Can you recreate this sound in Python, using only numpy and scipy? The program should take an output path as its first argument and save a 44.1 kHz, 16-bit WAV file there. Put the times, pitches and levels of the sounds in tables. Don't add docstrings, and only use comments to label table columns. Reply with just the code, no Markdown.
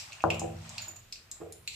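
import sys
import numpy as np
from scipy import signal
from scipy.io import wavfile

SR = 44100
rng = np.random.default_rng(int(sys.argv[2]) if len(sys.argv) > 2 else 0)


def rack_gain(trim_db):
    fader = np.asarray(trim_db, float)
    return 10 ** (fader / 20)


def wav_record(signal):
    frames = np.transpose(np.atleast_2d(signal))
    bounded = np.clip(frames, -1, 1)
    quanta = np.round(bounded * 32767).astype(np.int16)
    wavfile.write(sys.argv[1], SR, quanta)


N = 77175
LEAD = SR // 10
TIME = (np.arange(N + LEAD) - LEAD) / SR


def rms_one(x):
    return x / np.sqrt(np.mean(x ** 2) + 1e-20)


def at_hz(points, hz):
    table_hz, values = np.transpose(points)
    return np.interp(np.log(hz), np.log(table_hz), values)


def drift(rate_hz, size):
    r = np.exp(-2 * np.pi * rate_hz / SR)
    noise = rng.standard_normal(size + SR)
    smooth = signal.lfilter([1], [1, -2 * r, r * r], noise)
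    return rms_one(smooth[SR:])


def ring(clicks, hz, t60):
    r, w = rack_gain(-60 / (t60 * SR)), 2 * np.pi * hz / SR
    return signal.lfilter([0, np.sin(w)], [1, -2 * r * np.cos(w), r * r], clicks + 1e-18)


def resonate(x, hz, width_hz):
    r = np.exp(-np.pi * width_hz / SR)
    b = np.array([1, 0, -1]) * (1 - r * r) / 2
    a = [1, -2 * r * np.cos(2 * np.pi * hz / SR), r * r]
    once = signal.lfilter(b, a, x + 1e-18)
    return signal.lfilter(b, a, once) * np.sqrt(SR / (2 * width_hz))


def left_right(db):
    return rack_gain(db / 2 * np.array([[1], [-1]]))


# (frequency [Hz], likeness [0 to 1])
LIKENESS = [(30, 0.91), (120, .98), (300, 0.54), (2000, 0.27), (12000, 0.033)]


def bands(size, shape):
    out, edges = 0, 22 * 2 ** np.arange(0, 9.6, .5)
    white = rng.standard_normal((2, 2, size))
    for k, (low, high) in enumerate(zip(edges, edges[1:])):
        band = signal.butter(2, [low, high], "band", fs=SR, output="sos")
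        mid, side = signal.sosfilt(band, white[k % 2])
        hz = np.sqrt(low * high)
        alike = np.clip(at_hz(LIKENESS, hz), 0, 1)
        stereo = np.sqrt(1 + alike) * mid + np.sqrt(1 - alike) * side * [[1], [-1]]
        out = out + shape(hz) * stereo
    return out


# (frequency [Hz], width of each pass [Hz], level [dB])
SPLASH = [(4200, 730, -6.5), (5420, 1400, -3), (7220, 1070, 3.5), (11880, 4800, -5.5)]


def splash(x):
    return sum(rack_gain(level_db) * resonate(x, hz, width) for hz, width, level_db in SPLASH)


PAN_HZ, PAN_WIDTH_HZ = 2590, 700
BUBBLE_Q = 3.2
RATTLE_S, RATTLE_FEEDBACK = (.00025, .0006, .001), .45
POP_DB = 15
# (time [s], pan ring level [dB], bubble level [dB], bubble pitch [Hz], splash level [dB])
POPS = [(-.03, -30, -23, 5100, -29.5), (0.1202, -38.5, -40, 3900, -53), (0.1289, -37.5, -39, 6600, -59),
        (0.2035, -37.5, -50, 4350, -66), (0.22, -42, -43, 6500, -65), (0.3019, -18.5, -30.5, 4700, -36),
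        (0.3434, -59, -69, 7300, -41), (0.3944, -65, -28.5, 6720, -36.5), (0.6918, -99, -36.5, 6420, -43),
        (0.7801, -31, -27, 4500, -38.5), (.8255, -79, -51, 3760, -55), (0.9621, -52, -53.5, 7500, -46),
        (1.124, -41.5, -29, 4880, -39), (1.156, -45, -44, 4630, -54.5), (1.3136, -65, -33, 6720, -35.5),
        (1.5225, -60, -36, 9560, -41), (1.6753, -28.5, -27.5, 4020, -32.5)]


def pops():
    out = np.zeros((2, N + 2 * LEAD))
    click = np.zeros(SR // 20)
    click[0] = 1
    for s, pan_db, bubble_db, hz, splash_db in POPS:
        pan = rack_gain(pan_db) * resonate(click, PAN_HZ, PAN_WIDTH_HZ)
        bubble = rack_gain(bubble_db) * resonate(click, hz, hz / BUBBLE_Q)
        sound = pan + bubble + rack_gain(splash_db) * splash(click)
        shared, own = rng.uniform(.7, 0.99, 3), rng.uniform(0.95, 1.03, (2, 3))
        start = LEAD + int(s * SR)
        for side in range(2):
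            heard = sound
            lags = (np.array(RATTLE_S) * shared * own[side] * SR).astype(int)
            for lag in lags:
                a = np.r_[1, np.zeros(lag - 1), -RATTLE_FEEDBACK]
                heard = signal.lfilter(a[::-1], a, heard)
            out[side, start:start + len(click)] += rack_gain(POP_DB) * heard
    return out[:, :N + LEAD] * left_right(.6)


GRAIN_SPREAD_DB = 3


def grains(curve, per_s, pitches, sharpness):
    size, (s, level_db) = (2, N + LEAD), np.transpose(curve)
    strength = rack_gain(GRAIN_SPREAD_DB * np.minimum(rng.exponential(1, size), 4)) * rng.choice([-1, 1], size)
    born = rng.random(size) < per_s / SR
    pitch_index = rng.integers(0, len(pitches), size)
    rings = 0
    for k, hz in enumerate(pitches):
        rings = rings + resonate(strength * born * (pitch_index == k), hz, hz / sharpness)
    return rack_gain(np.interp(TIME, s, level_db)) * rms_one(rings)


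SIZZLE_PER_S, SIZZLE_DB = 6500, -1.5
SEETHE_PER_S, SEETHE_DB = 1000, 5
# (time [s], level [dB])
HISS = [(0.0, -49), (0.272, -60.5), (0.424, -66.5), (0.676, -51), (0.842, -48), (0.974, -64),
        (1.622, -72.5), (1.75, -44)]
# (time [s], level [dB])
SEETHE = [(0.0, -63), (0.228, -61.5), (0.374, -58.5), (0.516, -66), (0.716, -60), (0.804, -56.5),
          (0.96, -65.5), (1.188, -96.5), (1.374, -68.5), (1.51, -74), (1.75, -104)]


def sizzle():
    fine = grains(HISS, SIZZLE_PER_S, np.geomspace(2200, 8200, num=12), sharpness=5.2)
    low = grains(SEETHE, SEETHE_PER_S, np.geomspace(620, 1900, num=10), sharpness=5.3)
    return rack_gain(SIZZLE_DB) * fine + rack_gain(SEETHE_DB) * low


FLOOR_DB = -59.5
# (frequency [Hz], relative level per Hz [dB])
FLOOR = [(20, 7), (40, -21), (93, 1), (200, -20.5), (300, -19.5), (900, -23), (2560, -24.5), (7480, -31),
         (10000, -40), (15000, -25)]


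def hum():
    noise = bands(N + LEAD, lambda hz: rack_gain(at_hz(FLOOR, hz) + 2.0 * drift(1.33, N + LEAD)))
    return rack_gain(FLOOR_DB) * rms_one(noise)


TAIL_RISE_S, EARLY_T60_S = 0.001, 0.035
# (delay [s], level [dB])
ECHOES = [(.0052, -12), (.0075, -12), (.0135, -14)]
# (frequency [Hz], level [dB])
EARLY = [(300, -28), (1000, -43.5), (2500, -19.5), (7000, -33)]
# (frequency [Hz], level [dB])
TAIL = [(200, -38), (500, -28), (900, -44.5), (1500, -46), (2500, -33.5), (5000, -31.5), (8000, -33.5),
        (12000, -39)]
# (frequency [Hz], time [s])
ROOM_T60 = [(200, 0.3), (500, 0.53), (900, 0.57), (1500, 0.6), (2500, 0.52), (6000, 0.23), (12000, 0.72)]


def room(x):
    t = np.arange(SR) / SR

    def fading(hz):
        tail = rack_gain(at_hz(TAIL, hz) - 60 * t / at_hz(ROOM_T60, hz))
        return tail + rack_gain(at_hz(EARLY, hz) - 60 * t / EARLY_T60_S)

    response = (1 - np.exp(-t / TAIL_RISE_S)) * bands(SR, fading)
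    for lag, level_db in ECHOES:
        lags = (lag * rng.uniform(.94, 1.06, 2) * SR).astype(int)
        response[[0, 1], lags] += rack_gain(level_db)
    return x + signal.fftconvolve(x, response, axes=1)[:, :x.shape[1]]


KNOCK_CRACK_DB = -27
# (time [s], level [dB], pitch [Hz], contact [s], push on the boom [dB])
KNOCKS = [(.2397, -6.5, 923, 0.00045, -27.5), (0.4176, -25, 697, 0.00069, -32.5)]


def knocks():
    direct = np.zeros(N + LEAD)
    for s, level_db, hz, contact, _ in KNOCKS:
        u = TIME - s - contact
        burst = np.exp(-.5 * (u / contact) ** 2) * np.cos(2 * np.pi * hz * u + 1)
        direct += rack_gain(level_db) * burst
        direct[LEAD + int(s * SR)] += rack_gain(level_db + KNOCK_CRACK_DB)
    direct = signal.sosfilt(signal.butter(2, 150, "high", fs=SR, output="sos"), direct)
    return direct * left_right(2.5)


BOOM_RISE_HZ, BOOM_WAVER_HZ, BOOM_WAVER_DB = 27.8, 22, 2.5
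COUNTER_T60_S, COUNTER_LAG_S = .42, 0.00085
THUD_BOOM_DB = -10
# (frequency [Hz], level [dB], time to fall 60 dB [s])
LOW_BOOM = [(72.8, -23, 0.92), (91.57, -7, 1.15), (113.1, -12.5, 1.28), (160.9, -5.5, 1.2), (221, -17, 1.8)]
# (frequency [Hz], level [dB])
COUNTER_DB = [(334, 1), (418, -10), (462, -10.5), (500, -4), (580, -23.5), (640, -8), (718, -8), (785, -8)]


def boom():
    pushes = [(knock[0], knock[4]) for knock in KNOCKS]
    pushes += [(thud[0], thud[1] + THUD_BOOM_DB) for thud in THUDS]
    push = np.zeros(N + LEAD)
    for s, level_db in pushes:
        push[LEAD + int(s * SR)] = rack_gain(level_db)
    modes = LOW_BOOM + [(hz, level_db, COUNTER_T60_S) for hz, level_db in COUNTER_DB]
    out = 0
    for hz, level_db, t60 in modes:
        quick = ring(push, hz, np.log(1000) / (2 * np.pi * BOOM_RISE_HZ))
        rising = ring(push, hz, t60) - quick
        lag = int(rng.uniform(-1.56, 1) * COUNTER_LAG_S * SR * (hz > 300))
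        lean_db = rng.normal(0, 0.99) * np.log(hz / 80) * np.array([[1], [-1]])
        waver_db = BOOM_WAVER_DB * drift(BOOM_WAVER_HZ, len(push))
        out = out + rack_gain(level_db + lean_db + waver_db) * np.array([rising, np.roll(rising, lag)])
    return out


SQUEAL_HZ, SQUEAL_WANDER_HZ = 6930, 90
FLUTTER_HZ, FLUTTER_DB = 150, 6
UPPER_RATIO, OCTAVE_DB = 1.965, -13.5
# (time [s], level [dB])
SQUEAL = [(0.8, -59), (0.812, -76), (0.82, -41), (0.832, -51), (0.856, -59), (0.878, -58), (0.882, -43.5),
          (0.932, -83), (0.95, -84), (0.962, -43.5), (0.978, -66.5), (1.014, -80), (1.06, -93)]


def squeal():
    s, level_db = np.transpose(SQUEAL)
    hz = SQUEAL_HZ + SQUEAL_WANDER_HZ * drift(FLUTTER_HZ, len(TIME))
    phase = 2 * np.pi * np.cumsum(hz) / SR
    flutter_db = FLUTTER_DB * drift(FLUTTER_HZ, len(TIME))
    level = rack_gain(np.interp(TIME, s, level_db, -120, -120) + flutter_db)
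    whistle = np.sin(phase) + rack_gain(OCTAVE_DB) * np.sin(UPPER_RATIO * phase)
    return level * whistle * left_right(-3)


# (time [s], level [dB], length [s])
THUDS = [(0.863, -50.5, 0.044), (1.401, -37, .035), (1.448, -46, 0.021)]
# (frequency [Hz], width of each pass [Hz], level [dB])
THUD_BODY = [(350.4, 54, -12.5), (421.6, 132, -5.5), (618, 155, -8.5), (1035, 350, -16.5)]


def thuds():
    swell = np.zeros(len(TIME))
    for s, level_db, length in THUDS:
        swell += rack_gain(level_db) * np.sin(np.pi * np.clip((TIME - s) / length, 0, 1)) ** 2
    noise = swell * rng.standard_normal(len(TIME))
    body = sum(rack_gain(level_db) * resonate(noise, hz, width) for hz, width, level_db in THUD_BODY)
    return body * left_right(-3)


def scene():
    echoing = room(pops() + squeal() + knocks() + thuds())
    return (echoing + boom() + sizzle() + hum())[:, LEAD:]


def roll_off(x):
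    return signal.sosfilt(signal.butter(12, 15430, fs=SR, output="sos"), x)


def record(dry):
    mix = signal.sosfilt(signal.cheby2(10, 60, 16200, fs=SR, output="sos"), dry)
    return roll_off(mix)


dry = scene()
out = record(dry)
wav_record(out)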